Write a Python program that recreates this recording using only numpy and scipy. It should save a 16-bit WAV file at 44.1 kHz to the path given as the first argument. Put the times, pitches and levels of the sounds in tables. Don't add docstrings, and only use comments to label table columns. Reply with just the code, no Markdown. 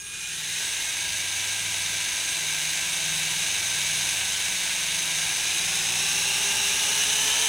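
import sys
import numpy as np
from scipy import signal
from scipy.fft import rfft, irfft, next_fast_len
from scipy.io import wavfile

SR = 44100
rng = np.random.default_rng(int(sys.argv[2]) if len(sys.argv) > 2 else 0)


def inscribe(sig):
    pcm = np.round(np.clip(np.atleast_2d(sig).T, -1, 1) * 32767)
    wavfile.write(sys.argv[1], SR, pcm.astype(np.int16))


def decibels_to_gain(level_db):
    exponent = np.asarray(level_db, float) / 20
    return 10 ** exponent


N = 329982
STEP = 64
IDLE_HZ, FULL_HZ = 325, 420


def rms_one(x):
    return x / np.sqrt(np.mean(x ** 2) + 1e-20)


def in_time(rows):
    t, *columns = np.transpose(rows)
    return [np.interp(np.arange(N) / SR, t, c) for c in columns]


def control_s():
    return np.arange(0, N, STEP) / SR


def smooth(steps):
    return np.interp(np.arange(N) / STEP, np.arange(len(steps)), steps)


def coloured(x, spectrum):
    hz, db = np.transpose(spectrum)
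    size = next_fast_len(N, True)
    bins_hz = np.maximum(np.fft.rfftfreq(size, 1 / SR), 1)
    gain = decibels_to_gain(np.interp(np.log(bins_hz), np.log(hz), db))
    return irfft(rfft(x, size) * gain, size)[:N]


def noise(spectrum):
    return rms_one(coloured(rng.standard_normal(N), spectrum))


def drift(rate_hz):
    r = np.exp(-2 * np.pi * STEP * rate_hz / SR)
    white = rng.standard_normal(N // STEP + 2001)
    slow = signal.lfilter([1], [1, -2 * r, r * r], white)[2000:]
    return rms_one(slow - slow.mean())


def tone(turns, db, wobble_db, rate_hz, slip_rad):
    phase = 2 * np.pi * ((turns + rng.random()) % 1) + smooth(slip_rad * drift(rate_hz))
    level = smooth(np.sqrt(2) * decibels_to_gain(db + wobble_db * drift(rate_hz)))
    return level * np.sin(phase.astype(np.float32))


# t/s, front f/Hz, rear f/Hz
SHAFT_SPEED = [(0, 150, 170), (.3, 215, 255), (.5, 258, 290), (.7, 291, 315), (.9, 316, 318),
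               (1.1, 324.7, 324.8), (1.4, 328.8, 316), (2.4, 332.7, 314.5), (2.8, 331, 313),
               (3.4, 325.7, 312), (4.15, 325.2, 309.5), (4.7, 327, 299.6), (5.05, 327, 311),
               (5.4, 346, 332), (6.15, 399, 392), (6.7, 418, 402.5), (7.05, 427, 416), (7.48, 449, 443)]


def shaft_speeds():
    return in_time(SHAFT_SPEED)


# order/shaft turns, idle level/dB, full level/dB; 7 = pinion teeth, 2.13 = second stage
FRONT_ORDERS = [(.62, -74, -56), (1, -66, -56), (2, -62, -55), (2.13, -63, -49), (2.43, -72, -57),
                (3, -55, -57), (4, -62, -49), (4.26, -66, -58), (5, -56, -53), (5.7, -57, -59),
                (6, -49.5, -51), (6.39, -51, -43), (6.7, -52, -49), (7, -41.5, -45), (7.3, -52, -54),
                (8, -46, -56), (8.52, -48, -56), (14, -58, -50)]
REAR_ORDERS = [(1, -61, -50), (1.3, -72, -63), (2, -66, -50), (2.13, -65, -53), (2.3, -72, -56),
               (3, -63, -51), (4, -61, -44.5), (5, -46.5, -56), (6, -58, -51), (6.7, -55, -48),
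               (7, -51, -39), (7.3, -54, -49), (8, -54, -56), (14, -58, -42.5)]


def gear_tones(shaft_hz, orders):
    turns = np.cumsum(shaft_hz) / SR
    fast = (shaft_hz[::STEP] - IDLE_HZ) / (FULL_HZ - IDLE_HZ)
    load = np.clip(fast / .7, 0, 1)
    speed_db = 1.5 + 24 * np.minimum(fast + .15, 0) + 5 * (np.maximum(fast, .7) - .7)
    out = 0
    for order, idle_db, full_db in orders:
        db = idle_db + load * (full_db - 0.5 - idle_db) + speed_db
        out = out + tone(order * turns, db, wobble_db=1.5, rate_hz=7.0, slip_rad=.28)
    return out


def howl_load_db(front_hz, rear_hz):
    apart_hz = np.clip(np.abs(front_hz - rear_hz) - 20, 0, 10)
    fast = (rear_hz - FULL_HZ) / (FULL_HZ - IDLE_HZ)
    return -39 + 0.6544 * apart_hz - 1.5 + 11.1 * fast


def mesh_howl(shaft_hz, level_db):
    mesh_rad = 2 * np.pi * 7 * np.cumsum(shaft_hz) / SR
    out = 0
    for k, width_hz, db in [(1, 68.0, -0.82), (2, 165.0, -1.7)]:
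        rough = signal.lfilter(*signal.butter(2, width_hz, fs=SR), rng.standard_normal((2, N)))
        band = rough[0] * np.cos(k * mesh_rad) + rough[1] * np.sin(k * mesh_rad)
        out = out + decibels_to_gain(db) * rms_one(band)
    return decibels_to_gain(level_db) * out


def chirp(shaft_hz, order, peak_s, peak_db, half_s):
    off_peak = (control_s() - peak_s) / half_s
    level_db = peak_db - 20 * np.minimum(off_peak ** 2, 10)
    turns = order * np.cumsum(shaft_hz) / SR
    return tone(turns, level_db, wobble_db=3.0, rate_hz=60.0, slip_rad=1.5)


# t/s, level/dB
EFFORT = [
    (0, -41.5),
    (.2, -34),
    (.64, -28),
    (.92, -28.5),
    (4.2, -25.5),
    (4.5, -26.5),
    (6.2, -25),
    (7.48, -23.5),
]


def rattle_effort_db():
    return in_time(EFFORT)[0]


def rattle(shaft_hz, motor_db, gear_db, rotor_db):
    motor_rad = 2 * np.pi * np.cumsum(shaft_hz) / SR
    gear_rad = 7 / 23 * motor_rad
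    rotor_rad = 7 / 27 * gear_rad
    swell_db = motor_db * np.cos(motor_rad)
    swell_db += gear_db * (np.cos(gear_rad) + 0.88 * np.cos(2 * gear_rad + 1))
    swell_db += rotor_db * (np.cos(rotor_rad) + 0.8 * np.cos(2 * rotor_rad + 2))
    swell_db += 0.42 * smooth(drift(19.0))
    return rms_one(rng.standard_normal(N) * decibels_to_gain(swell_db))


# f/Hz, width/Hz, level/dB
SHELL_MODES = [(905, 190, -13.5), (1589, 253, -7), (2227, 510, -4.5), (2822, 584, -2.5), (3798, 480, 0.5),
               (4480, 880, -10), (4980, 910, -6), (5830, 640, -5), (6356, 594, 0), (8304, 1160, -7),
               (10430, 1240, -9.5), (12460, 660, -29), (14800, 970, -18)]


def shell(x):
    out = 0
    for i, (hz, width_hz, db) in enumerate(SHELL_MODES):
        r = np.exp(-np.pi * width_hz * 1.5 / SR)
        b = (1 - r * r) / 2 * np.array([1, 0, -1])
        a = [1, -2 * r * np.cos(2 * np.pi * hz / SR), r * r]
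        rung = signal.lfilter(b, a, signal.lfilter(b, a, x))
        out = out + (-1) ** i * decibels_to_gain(db) * rung
    return out


def slow_start(x, shaft_hz, dull_db, bright_db):
    treble = signal.sosfiltfilt(signal.butter(2, 7200, "high", fs=SR, output="sos"), x)
    speed = shaft_hz / IDLE_HZ
    kept = decibels_to_gain(dull_db * np.clip(speed - .85, -1, 0) + bright_db * np.maximum(speed - 1, 0))
    return x - (1 - kept) * treble


def rattling_body(front_hz, rear_hz, effort_db):
    teeth = rattle(front_hz, motor_db=0.7, gear_db=1.5, rotor_db=1.0)
    teeth += decibels_to_gain(-2.0) * rattle(rear_hz, motor_db=0.9, gear_db=-0.5, rotor_db=1.13)
    rung = rms_one(shell(teeth))
    return decibels_to_gain(effort_db - 0.54) * slow_start(rung, rear_hz, dull_db=9.0, bright_db=5.0)


THROTTLE_S = .25, .7, 5.4, 5.8
# multiple, start level/dB, idle level/dB, full level/dB
WHINE_LINES = [(2, -53, -48, -52), (3, -44, -54, -56), (6, -65, -62, -58), (7, -56, -58, -57),
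               (8, -50, -51, -53), (9, -50, -51, -56), (10, -48, -45, -52), (11, -45, -49, -51),
               (12, -51, -61, -62), (13, -53, -60, -70), (14, -62, -65, -68), (15, -64, -60, -71),
               (16, -72, -70, -77), (17, -67, -66, -71), (18, -64, -63, -74), (19, -68, -70, -75)]


def whine():
    turns = 816.5 * np.arange(N) / SR
    out = 0
    for k, start_db, idle_db, full_db in WHINE_LINES:
        db = np.interp(control_s(), THROTTLE_S, [start_db, idle_db, idle_db, full_db])
        out = out + tone(k * turns, db, wobble_db=2.8, rate_hz=14.0, slip_rad=.3)
    return out


# f/Hz, density/dB per Hz
BLADE_HISS = [(150, -9), (250, -8), (500, -5), (800, 0.5), (1100, -4), (1400, -3), (3000, -8), (6000, -15)]


def blades(effort_db):
    hiss_db = -43 + 1.72 * (effort_db + 26)
    return decibels_to_gain(hiss_db + 1.5) * noise(BLADE_HISS)


def room(x):
    t = np.arange(SR // 8) / SR
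    tail = rng.standard_normal(len(t)) * decibels_to_gain(-60 * t / .15) * (t > .004)
    echoes = decibels_to_gain(-10) * tail / np.sqrt(np.sum(tail ** 2))
    echoes[0] = 1
    return signal.fftconvolve(x, echoes / np.sqrt(np.sum(echoes ** 2)))[:N]


# f/Hz, side minus mid level/dB
WALL_SIDE = [(1500, -46), (2800, -30.5), (3700, -37.5), (5300, -11), (6500, -26.5), (8000, -29),
             (9100, -25), (10500, -22.5), (12800, -1.5), (15000, -20)]


def off_wall(body):
    return coloured(np.roll(body, round(.021 * SR)), WALL_SIDE)


# multiple, level/dB
FAN_LINES = [(3, -62), (4, -63.5), (6, -62), (10, -64), (12, -70.5)]
# mid t/s, length/s, multiple, top level/dB
FAN_SWELLS = [(1.5, 2.4, 5, -51), (3.85, 1.6, 5, -50), (6.3, 2.9, 5, -53.5), (.4, .6, 8, -55),
              (1.05, .6, 8, -58), (1.8, .8, 8, -56), (2.55, .8, 8, -47.5), (3.2, .8, 8, -45.5),
              (3.9, .7, 8, -48.5), (5.05, .65, 8, -46.5), (6.05, 1.4, 8, -49), (7.05, .9, 8, -51),
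              (1.85, 1.1, 9, -58), (3.2, 1.2, 9, -52), (4.7, 1.4, 9, -53), (5.7, .4, 9, -52),
              (6.5, 1.3, 9, -54.5)]


def fan(fade):
    turns = 19.75 * np.arange(N) / SR
    out = 0
    for k, db in FAN_LINES:
        out = out + fade * tone(k * turns, db, wobble_db=3.0, rate_hz=1.7, slip_rad=0.91)
    for line in (5, 8, 9):
        arches = []
        for mid_s, length_s, k, db in FAN_SWELLS:
            if k == line:
                off_mid = np.clip((control_s() - mid_s) / length_s, -.5, .5)
                arches.append(decibels_to_gain(db) * np.cos(np.pi * off_mid).clip(0))
        level_db = 20 * np.log10(np.max(arches, axis=0) + decibels_to_gain(-63.5))
        out = out + tone(line * turns, level_db - 2.8, wobble_db=2.0, rate_hz=2.7, slip_rad=.5)
    return out


# f/Hz, density/dB per Hz
RUMBLE_SPECTRUM = [(12, -39), (20, -1.5), (80, 0), (166, -2.5), (248, -13), (329, -2.5), (500, -6), (650, -59),
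                   (1100, -120)]


def low_rumble(fade):
    return fade * decibels_to_gain(-52.0) * noise(RUMBLE_SPECTRUM)


# f/Hz, density/dB per Hz
PORT_SPECTRUM = [(18, -35), (30, -9), (76, -2), (213, -1), (824, -10), (1170, -17), (1400, -25),
                 (1820, -54), (3080, -120)]


def port_noise(fade):
    return fade * decibels_to_gain(-51.5) * noise(PORT_SPECTRUM)


# t/s, level/dB
FADE_IN = [
    (0, -4.5),
    (.3, -5),
    (.6, -4.5),
    (.75, -3),
]


def fade_in():
    return decibels_to_gain(in_time(FADE_IN)[0])


def scene():
    front_hz, rear_hz = shaft_speeds()
    effort_db, fade = rattle_effort_db(), fade_in()
    load_db = howl_load_db(front_hz, rear_hz)
    body = rattling_body(front_hz, rear_hz, effort_db)

    mid = fade * (gear_tones(front_hz, FRONT_ORDERS) + gear_tones(rear_hz, REAR_ORDERS))
    mid += mesh_howl(front_hz, load_db + 2.0) + mesh_howl(rear_hz, load_db + 3.5)
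    mid += chirp(front_hz, order=28, peak_s=.65, peak_db=-41, half_s=.12)
    mid += chirp(rear_hz, order=10, peak_s=.28, peak_db=-43, half_s=.1)
    mid += chirp(rear_hz, order=21, peak_s=5.95, peak_db=-44, half_s=.5)
    mid += room(body) + whine() + blades(effort_db)
    mid += fan(fade) + low_rumble(fade)

    side = off_wall(body) + port_noise(fade)
    side -= coloured(mid, [(60, -30), (150, -20), (400, -20), (1000, -41), (4000, -40), (12000, -30)])
    return np.array([mid + side, mid - side])


def top_cut(x):
    return signal.sosfilt(signal.butter(12, 16950, fs=SR, output="sos"), x)


def record(dry):
    low_pass = signal.ellip(12, .5, 70, 15900, fs=SR, output="sos")
    mix = signal.sosfilt(low_pass, dry)
    return top_cut(mix)


dry = scene()
out = record(dry)
inscribe(out)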